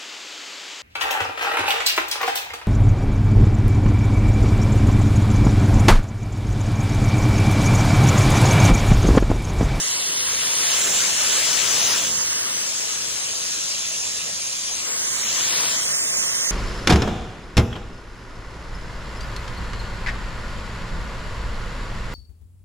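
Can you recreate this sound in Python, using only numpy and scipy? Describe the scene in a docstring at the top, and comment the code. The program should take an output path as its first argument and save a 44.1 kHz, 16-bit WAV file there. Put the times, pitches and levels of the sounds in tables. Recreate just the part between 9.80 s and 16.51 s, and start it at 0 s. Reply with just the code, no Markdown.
"""A steel kitchen hood with hanging plastic sheets, swept by a pressure washer jet close to a phone.
A faint pump hum and a low rumble of sheet steel, both filtered noise, lie underneath.
On top, the jet strikes five places: each splash is noise mixed with short ringing drops.
The phone's two microphone ports colour each place differently left and right, so the hiss
changes colour and side as the wand moves, and narrow bands of it turn hollow for a while."""
import sys
import numpy as np
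from scipy import signal
from scipy.fft import rfft, irfft
from scipy.io import wavfile
from scipy.ndimage import uniform_filter1d

SR = 44100
rng = np.random.default_rng(int(sys.argv[2]) if len(sys.argv) > 2 else 0)


def waveform_to_disk(signal):
    """Save audio, clipped to [-1, 1], as 16-bit WAV at the path in sys.argv[1]."""
    frames = np.transpose(np.atleast_2d(signal))
    scaled = np.clip(frames, -1, 1) * 32767
    samples = np.round(scaled).astype(np.int16)
    wavfile.write(sys.argv[1], SR, samples)


N = 295911  # samples
EDGE_HZ = 15650  # nothing but a trace is heard above this
FRAME, HOP = 512, 128  # short-time spectra, samples


def gain_of(db):
    """Decibels to an amplitude factor."""
    return 10 ** (np.asarray(db) / 20)


def evened(x):
    """Scaled to rms 1."""
    return x / np.sqrt(np.mean(abs(x) ** 2) + 1e-20)


def curve(points_hz, values, hz):
    """Straight lines between points on a log-frequency axis, as a column."""
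    return np.interp(np.log(hz + 1), np.log(points_hz + 1), values)[:, None]


def over_time(points, t):
    """Straight lines between (seconds, value) points."""
    return np.interp(t, *np.transpose(points))


def seconds_outside(t, start, end):
    """How far each moment lies before the start or after the end; 0 in between."""
    return np.maximum(np.maximum(start - t, t - end), 0)


def spectra_of(x):
    """Short-time spectra."""
    return signal.stft(x, nperseg=FRAME, noverlap=FRAME - HOP)[2]


def sound_of(z):
    """Two channels of sound back from short-time spectra."""
    return signal.istft(z, nperseg=FRAME, noverlap=FRAME - HOP)[1][:, :N]


# Pump hum through the hose, stronger at first, then fainter.
# Each row: time in seconds, level in dB.
PUMP_LEVEL = [(.55, -56), (.85, -62.5)]
PUMP_HZ = 58.5


def pump():
    """Noise through a narrow resonance makes a faint hum that wavers."""
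    hz = np.fft.rfftfreq(N, 1 / SR)
    resonance = 1 / (1 + ((hz - PUMP_HZ) / 2.8) ** 2)
    hum = irfft(rfft(rng.standard_normal(N)) * resonance, N)
    return gain_of(over_time(PUMP_LEVEL, np.arange(N) / SR)) * evened(hum)


# Colour of the struck steel's roar, cut off at the last point.
# Each row: frequency in Hz, relative level in dB per Hz.
RUMBLE_COLOUR = [(22, -27), (40, -10), (60, -12), (100, 0), (140, -1.5), (200, -0.5), (300, -7), (430, -16)]
# Panel modes driven by the roar, levels before the rumble follows the jet.
# Each row: frequency in Hz, width in Hz, level in dB.
PANEL_MODES = [(455.3, 4.7, -58.5), (515.7, 3.4, -58.5)]
# The rumble swells briefly as the jet crosses an edge of the hood.
# Each row: peak time in seconds, rise in dB.
EDGE_SWELLS = [(2.3, 7), (4.42, 3.7)]
SWELL_WIDTH_S = 0.12
ROAR_DB = -50.5  # before it follows the jet
RUMBLE_FOLLOW = 1  # dB of rumble per dB of jet


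def rumble():
    """Low roar of struck steel, nearly alike in both ports, with panels ringing in it."""
    hz = np.fft.rfftfreq(N, 1 / SR)
    t = np.arange(N) / SR
    common, own = rng.standard_normal(N), rng.standard_normal((2, N))
    noise = rfft(common + 0.21 * own)

    points_hz, colour_db = np.transpose(RUMBLE_COLOUR)
    colour = gain_of(curve(points_hz, colour_db, hz)[:, 0]) * (hz < points_hz[-1])
    roar = gain_of(ROAR_DB) * evened(irfft(noise * colour, N))

    rings = 0
    for mode_hz, width_hz, level_db in PANEL_MODES:
        mode = 1 / (1 + ((hz - mode_hz) / width_hz) ** 2)
        rings = rings + gain_of(level_db) * evened(irfft(noise * mode, N))

    swell_db = sum(rise_db * np.exp(-((t - peak) / SWELL_WIDTH_S) ** 2) for peak, rise_db in EDGE_SWELLS)
    jet = jet_db()
    drive = gain_of(RUMBLE_FOLLOW * (jet - jet.mean()) + swell_db)
    return (roar + rings) * drive * gain_of([[.7], [-.7]])  # slightly stronger on the left


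# How hard the jet strikes, all places together, before the hollows and nulls.
# Each row: time in seconds, level in dB.
JET_LEVEL = [(0.0, -22.5), (0.35, -22.5), (0.6, -21.5), (0.85, -19), (1.2, -17.5), (1.36, -19.5),
             (1.55, -17.5), (1.72, -18), (2.12, -17), (2.3, -21.5), (3.05, -24), (4.1, -24.5), (4.5, -26),
             (4.95, -25.5), (5.4, -22), (5.8, -18.5), (6.0, -21), (6.71, -21)]


def jet_db():
    """Level of the jet at every sample."""
    return over_time(JET_LEVEL, np.arange(N) / SR)


# Names of the five struck places, in the column order of the port tables.
PLACES = ["ahead", "aside", "low", "passing", "near"]
# The wand dwells on a place; weights compete with those of the other places.
# Each row: place, start in seconds, end in seconds, weight at the start in dB, weight at the end in dB.
DWELLS = [("near", 0.0, 0.97, 0, 0), ("low", 0.0, 0.14, -1.5, -14), ("aside", 0.099, 0.26, -4, -4),
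          ("ahead", 0.0, 0.11, -2.4, -8), ("passing", 0.27, 0.77, -5, -9.5), ("ahead", 0.52, 0.78, -3, -10),
          ("ahead", 0.906, 2.26, 0, 0), ("low", 1.06, 1.33, -13, -1.3), ("aside", 1.24, 1.3, -10, -1),
          ("near", 1.45, 1.66, -1, -6.5), ("passing", 2.34, 3.33, 0, -5),
          ("ahead", 2.35, 3.08, -12.5, -8.5), ("aside", 2.84, 5.03, -2.6, 0), ("low", 3.41, 3.72, -7, -7.5),
          ("passing", 5.04, 5.43, 1.4, -10.5), ("low", 5.28, 5.65, 1.6, -5.5),
          ("ahead", 5.4, 5.64, 0, -0.71), ("aside", 5.55, 5.58, 0, -5), ("near", 5.56, 5.93, 0, 0),
          ("ahead", 5.86, 6.08, -1.9, -5.5), ("low", 5.97, 6.71, 0, 0)]
# Scattered water keeps every place faintly wet: one weight in dB for each place.
STRAY_DB = [-21, -23, -21, -17.5, -20.5]
SWING_DB_PER_S = 134  # how fast a place's weight rises and fades as the jet arrives and leaves


def aim_db():
    """How the jet's power is shared among the places as the wand dwells and swings on."""
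    t = np.arange(N) / SR
    power = gain_of(STRAY_DB)[:, None] ** 2 * np.ones(N)
    for place, start, end, first_db, last_db in DWELLS:
        weight_db = np.interp(t, [start, end], [first_db, last_db])
        weight_db = weight_db - SWING_DB_PER_S * seconds_outside(t, start, end)
        power[PLACES.index(place)] += gain_of(weight_db) ** 2
    return 10 * np.log10(power / power.sum(axis=0))


DROP_SHARE = .2  # share of each splash's power made of separate large drops, 0-1
DROPS_PER_S = 2500


def spray(drop_share):
    """Countless fine droplets make noise; large drops of uneven size ring and die within a cycle or two."""
    size = gain_of(2.0 * np.minimum(rng.exponential(1, N), 4))
    size = size * (rng.random(N) < DROPS_PER_S / SR)
    kind = rng.integers(0, 6, N)
    t = np.arange(64) / SR
    drops = np.zeros(N)
    for k, drop_hz in enumerate(np.geomspace(2500, 9000, num=6)):
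        ring = np.sin(2 * np.pi * drop_hz * t) * np.exp(-t * drop_hz / 0.63)
        drops += signal.oaconvolve(size * (kind == k), ring / np.linalg.norm(ring))[:N]
    share = np.clip(drop_share, 0, .9)
    fine = rng.standard_normal(N)
    z = spectra_of(np.sqrt(1 - share) * fine + np.sqrt(share) * evened(drops))
    mean_power = uniform_filter1d((abs(z) ** 2).mean(axis=1), size=5)
    return z / np.sqrt(mean_power)[:, None]  # white on average


def patches(shape, patchy_db):
    """The jet breaks up unevenly: drifting islands of louder and softer hiss."""
    field = rng.standard_normal(shape)
    field = uniform_filter1d(field, size=5, axis=0)
    field = uniform_filter1d(field, size=16, axis=1)
    return gain_of(patchy_db * evened(field))


# What both ports share, relative levels before each splash is evened.
# Each row: frequency in Hz, then dB per Hz for ahead, aside, low, passing and near.
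SHARED_COLOUR = [(312, -12, -20.5, -18.5, -13.5, -15.5), (664, -7, -10.5, -11.5, -11.5, -10.5),
                 (780, -7.5, -15.5, -19.5, -16.5, -13), (1030, -8, -13, -12, -10.5, -10),
                 (1320, -7, -15, -13, -11.5, -11.5), (2220, -5, -13.5, -11.5, -11.5, -8),
                 (2460, -5, -8.5, -29, -19, -13), (2990, -1.3, -6.5, -14, -12.5, -5),
                 (3980, -2.5, -5.5, -13.5, -14.5, -6), (4600, -3.5, -8, -20, -9, -8),
                 (5440, -3, -7, -9.5, -14, -13.5), (6200, 2, -0.1, -3.5, -11, -41),
                 (7210, 2, -0.5, -5.5, -35, -9), (8030, -4.5, -9, -16, -17, -15),
                 (8830, -7.5, -6, -3.5, -9.5, -3.5), (10277, -15.5, -16, -20, -22, -13),
                 (11620, -73, -62, -77, -65, -57), (13860, -49, -65, -30, -70, -82),
                 (14500, -15.2, -26.5, -22.9, -21.5, -23)]
# What the ports hear with opposite sign, on the same scale.
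# Each row: frequency in Hz, then dB per Hz for ahead, aside, low, passing and near.
OPPOSED_COLOUR = [(300, -16.0, -21.0, -21.0, -19.0, -21.0), (550, -10.0, -13.0, -14.0, -13.0, -15.0),
                  (780, -7.0, -11.0, -13.0, -11.0, -12.0), (1100, -10.0, -13.0, -14.0, -12.0, -15.0),
                  (1500, -12.0, -15.0, -14.0, -15.0, -16.0), (2000, -8.0, -12.0, -11.0, -13.0, -10.0),
                  (2500, -3.0, -6.0, -6.0, -6.0, -6.0), (3100, -7.0, -8.0, -9.0, -9.0, -10.0),
                  (3900, -15.0, -13.0, -14.0, -14.0, -20.0), (4600, -4.0, -3.0, -6.0, -5.0, -7.0),
                  (5400, 0.0, 0.0, 0.0, -1.0, -2.0), (6300, -0.0, -2.0, -2.0, 0.0, -1.0),
                  (7100, -1.0, -3.0, -1.0, -1.0, -3.0), (8000, -2.0, -4.0, -1.0, -2.0, -5.0),
                  (9000, -7.0, -11.0, -11.0, -8.0, -9.0), (10000, -5.0, -9.0, -12.0, -8.0, -5.0),
                  (11500, -7.0, -11.0, -11.0, -12.0, -8.0), (15000, -8.0, -13.0, -13.0, -11.0, -12.0)]
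# How alike the shared and opposed parts are.
# Each row: frequency in Hz, then likeness from 0 to 1 for ahead, aside, low, passing and near.
LIKENESS = [(300, 0.94, 0.62, 0.86, 0.82, 0.83), (550, 0.98, 0.9, 0.98, 0.98, 0.98),
            (780, 0.94, 0.72, 0.86, 0.84, 0.95), (1100, 0.98, 0.87, 0.97, 0.98, 0.98),
            (1500, 0.89, 0.83, 0.98, 0.93, 0.93), (2000, 0.82, 0.83, 0.87, 0.72, 0.93),
            (2500, 0.76, 0.79, 0.19, 0.38, 0.62), (3100, 0.5, 0.78, 0.44, 0.59, 0.75),
            (3900, 0.21, 0.57, 0.23, 0.29, 0.3), (4600, 0.7, 0.87, 0.44, 0.37, 0.71),
            (5400, 0.44, 0.71, 0.39, 0.3, 0.49), (6300, 0.51, 0.77, 0.98, 0.53, 0.4),
            (7100, 0.37, 0.9, 0.84, 0.44, 0.51), (8300, 0.42, 0.52, 0.38, 0.35, 0.45)]
# How far the opposed part leads, where it is like the shared part.
# Each row: frequency in Hz, then phase in radians for ahead, aside, low, passing and near.
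LEAD = [(300, 0.7, 1.1, 0.9, 0.8, 0.8), (550, 0.4, 0.8, 0.7, 0.7, 0.4), (780, 0.2, 1.3, 0.8, 0.6, 0.4),
        (1100, -0.3, 0.8, 0.3, 0.1, -0.1), (1500, -0.4, 1.0, 0.4, 0.2, -0.1),
        (2000, 0.0, 3.1, 1.3, 1.2, 0.3), (2500, -0.8, 4.4, 1.1, 4.2, -0.2),
        (3100, -1.5, 4.7, -0.8, 4.6, -1.4), (3900, 0.7, 5.7, 0.1, 4.6, 0.8),
        (4600, 0.1, 6.2, -1.9, 2.3, 0.2), (5400, -0.8, 6.6, -4.3, 3.2, 0.7),
        (6300, -1.4, 7.6, -3.2, 4.4, -1.5), (7100, -1.5, 9.3, -2.3, 4.0, -0.9),
        (8000, -1.4, 10.8, -1.6, 5.7, -0.7)]


def splash(place, level_db, drop_share):
    """Spray from one place reaches two ports as a shared part and a part of opposite sign."""
    hz = np.fft.rfftfreq(FRAME, 1 / SR)
    tables = map(np.transpose, (SHARED_COLOUR, OPPOSED_COLOUR, LIKENESS, LEAD))
    shared_db, opposed_db, like, lead = (curve(table[0], table[1 + place], hz) for table in tables)
    direct = spray(drop_share)
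    scattered = np.roll(direct, direct.shape[1] // 2, axis=1)  # unrelated spray, thrown back by the hood
    shared = direct * gain_of(shared_db)
    blend = like * np.exp(1j * lead) * direct + np.sqrt(1 - like ** 2) * scattered
    opposed = blend * gain_of(opposed_db)
    ports = np.array([shared + opposed, shared - opposed])
    little_bass = np.minimum(hz / 258.0, 1)[:, None] ** 2
    band = little_bass * (hz < EDGE_HZ)[:, None]
    ports = ports * band * patches(direct.shape, patchy_db=2.0)
    return gain_of(level_db) * evened(sound_of(ports))


# A hollow that slides as the angle to the jet changes; a negative depth is a lift.
# Each row: time in seconds, centre in Hz, width as a share of the centre, left depth in dB, right depth in dB.
SLIDING_HOLLOW = [(.95, 5030, 0.38, 0, -3), (1.07, 4600, 0.32, 11.5, -1.5), (1.26, 6550, 0.17, -2, 1.5),
                  (1.55, 7100, 0.31, 3.5, -1), (1.8, 7300, 0.21, -2, 8), (2.2, 7460, 0.13, 5.5, 2),
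                  (2.35, 6500, 0.22, 0.5, -5), (2.9, 7900, 0.085, -2.5, 6), (3.25, 7450, 0.086, -4, 14),
                  (3.7, 7360, 0.12, -1.5, 2.5), (4.8, 7300, 0.037, 10, 0), (5.0, 7900, 0.1, -3.5, 16),
                  (5.27, 6630, 0.091, -5, -2), (5.4, 8000, .1, 15, -4), (5.5, 8850, 0.06, 9, 10),
                  (5.93, 10000, 0.11, 6.5, 5), (6.05, 7050, .06, 6, 1), (6.2, 6200, 0.057, 8, 3),
                  (6.71, 6500, 0.047, 14, -0.5)]
# Narrow dips of the ports themselves; a negative depth is a lift.
# Each row: frequency in Hz, width in Hz, left depth in dB, right depth in dB.
PORT_DIPS = [(4540, 180, 0, 9), (8730, 100, 6, 5.5), (786, 29, 7.5, -1)]


def hollowed(x):
    """Direct sound and a bounce off the phone's body cancel in a band set by the angle, drawn as a smooth dip."""
    z = spectra_of(x)
    hz = np.fft.rfftfreq(FRAME, 1 / SR)[:, None]
    t = np.arange(z.shape[-1]) * HOP / SR
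    s, *columns = np.transpose(SLIDING_HOLLOW)
    centre_hz, width, *depth_db = (np.interp(t, s, column) for column in columns)
    dip = np.exp(-((hz / centre_hz - 1) / np.maximum(width, .03)) ** 2)
    loss_db = dip * np.array(depth_db)[:, None]
    for dip_hz, width_hz, *dip_db in PORT_DIPS:
        dip = np.exp(-((hz - dip_hz) / width_hz) ** 2)
        loss_db = loss_db + dip * np.array(dip_db)[:, None, None]
    return sound_of(z * gain_of(-loss_db))


# Names of the two parts of the stereo hiss.
PARTS = ["shared", "opposed"]
# Bands where the hiss turns hollow for a while; depths before the raggedness.
# Each row: part, start in seconds, end in seconds, centre at the start in Hz, centre at the end in Hz,
# width in Hz, depth in dB.
NULLS = [("shared", .11, 0.906, 5550, 5620, 375, 81), ("shared", .34, 0.93, 7940, 7950, 430, 39),
         ("shared", .13, 0.498, 5800, 7000, 830, 23), ("shared", 2.0, 2.13, 7600, 7650, 540, 40),
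         ("shared", 2.36, 2.7, 8100, 7800, 430, 60), ("shared", 2.72, 2.85, 7060, 7040, 400, 55),
         ("shared", 2.47, 2.73, 6950, 6630, 520, 23), ("shared", 2.44, 2.6, 5000, 4860, 250, 30),
         ("shared", 2.62, 2.87, 5160, 5500, 200, 25), ("shared", 3.17, 3.33, 5540, 5600, 220, 45),
         ("shared", 3.43, 3.62, 5500, 5450, 250, 42), ("shared", 0.0, .45, 2460, 2340, 110, 30),
         ("shared", 0.0, .13, 5000, 4950, 240, 45), ("shared", 1.26, 1.41, 4950, 4740, 210, 28),
         ("shared", 1.19, 1.23, 5500, 5600, 150, 28), ("shared", 1.44, 1.63, 5450, 5400, 170, 30),
         ("shared", 2.29, 2.72, 2500, 2400, 97, 13), ("shared", 3.55, 4.8, 8360, 8100, 290, 10),
         ("shared", 5.15, 5.42, 2480, 2600, 170, 27), ("shared", 4.93, 5.25, 5600, 5420, 300, 53),
         ("shared", 5.25, 5.48, 5300, 4830, 350, 45), ("shared", 5.09, 5.25, 6400, 7500, 520, 50),
         ("shared", 5.58, 5.65, 4950, 4950, 220, 30), ("shared", 5.65, 5.75, 5770, 6100, 310, 45),
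         ("shared", 5.72, 5.87, 8100, 8050, 350, 42), ("shared", 5.75, 5.86, 5600, 5550, 250, 45),
         ("shared", 5.7, 5.88, 7000, 6900, 560, 39), ("shared", 5.87, 5.93, 6200, 6300, 350, 45),
         ("shared", 5.93, 6.71, 2580, 2660, 284, 55), ("shared", 5.98, 6.71, 4970, 5230, 334, 45),
         ("shared", 6.06, 6.71, 3700, 3800, 1150, 42), ("shared", 6.07, 6.71, 7900, 7940, 300, 52),
         ("opposed", .15, 1.25, 3900, 3800, 300, 30), ("opposed", 1.43, 2.45, 3600, 3850, 450, 32),
         ("opposed", 5.6, 5.92, 3600, 4100, 350, 30), ("opposed", 1.04, 1.13, 5900, 7700, 590, 14),
         ("opposed", 1.25, 1.33, 8600, 6200, 500, 14), ("opposed", 1.33, 1.42, 6200, 8600, 500, 9),
         ("opposed", 5.38, 5.55, 6300, 8400, 600, 18), ("opposed", 5.95, 6.04, 8600, 6200, 580, 14)]
NULL_FADE_S = 0.0093
NULL_WANDER = 0.16  # waver of the band's place, rms, as a share of its width
RAGGED_HZ = 800  # the wider a hollow band, the more it breaks into gaps and islands


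def nulled(x):
    """Bands drop out of the shared or the opposed part for a while; wide ones break up."""
    z = spectra_of(np.array([x[0] + x[1], x[0] - x[1]]) / 2)
    hz = np.fft.rfftfreq(FRAME, 1 / SR)[:, None]
    t = np.arange(z.shape[-1]) * HOP / SR
    wanders = rng.standard_normal((len(NULLS), len(t)))
    wanders = evened(uniform_filter1d(wanders, size=16, axis=1))
    islands = uniform_filter1d(rng.standard_normal(z.shape[1:]), size=3, axis=0)
    islands = evened(uniform_filter1d(islands, size=18, axis=1))
    loss_db = np.zeros(z.shape)
    for (part, start, end, from_hz, to_hz, width_hz, depth_db), wander in zip(NULLS, wanders):
        fade = np.exp(-(seconds_outside(t, start, end) / NULL_FADE_S) ** 2)
        on = fade > .001
        raggedness = min((width_hz / RAGGED_HZ) ** 2, 1.3)
        ragged = np.clip(1 + raggedness * islands[:, on], 0, 2)
        centre_hz = np.interp(t[on], [start, end], [from_hz, to_hz])
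        off_centre = (hz - centre_hz) / width_hz + NULL_WANDER * wander[on]
        band = np.exp(-off_centre ** 6)  # flat floor, steep sides
        loss_db[PARTS.index(part)][:, on] += depth_db * fade[on] * ragged * band
    shared, opposed = sound_of(z * gain_of(-loss_db))
    return np.array([shared + opposed, shared - opposed])


def jet_hiss():
    """The five splashes share the jet's power as the wand moves."""
    levels_db = jet_db() + aim_db()
    return sum(splash(place, level_db, DROP_SHARE) for place, level_db in enumerate(levels_db))


def scene():
    """The jet's hiss through the ports, over rumble and hum."""
    return nulled(hollowed(jet_hiss())) + rumble() + pump()


def record(dry):
    """The band limit of the recorder: a steep low-pass."""
    low_pass = signal.firwin(511, EDGE_HZ, window=("kaiser", 9), fs=SR)
    return signal.oaconvolve(dry, low_pass[None], "same")


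dry = scene()
out = record(dry)
waveform_to_disk(out)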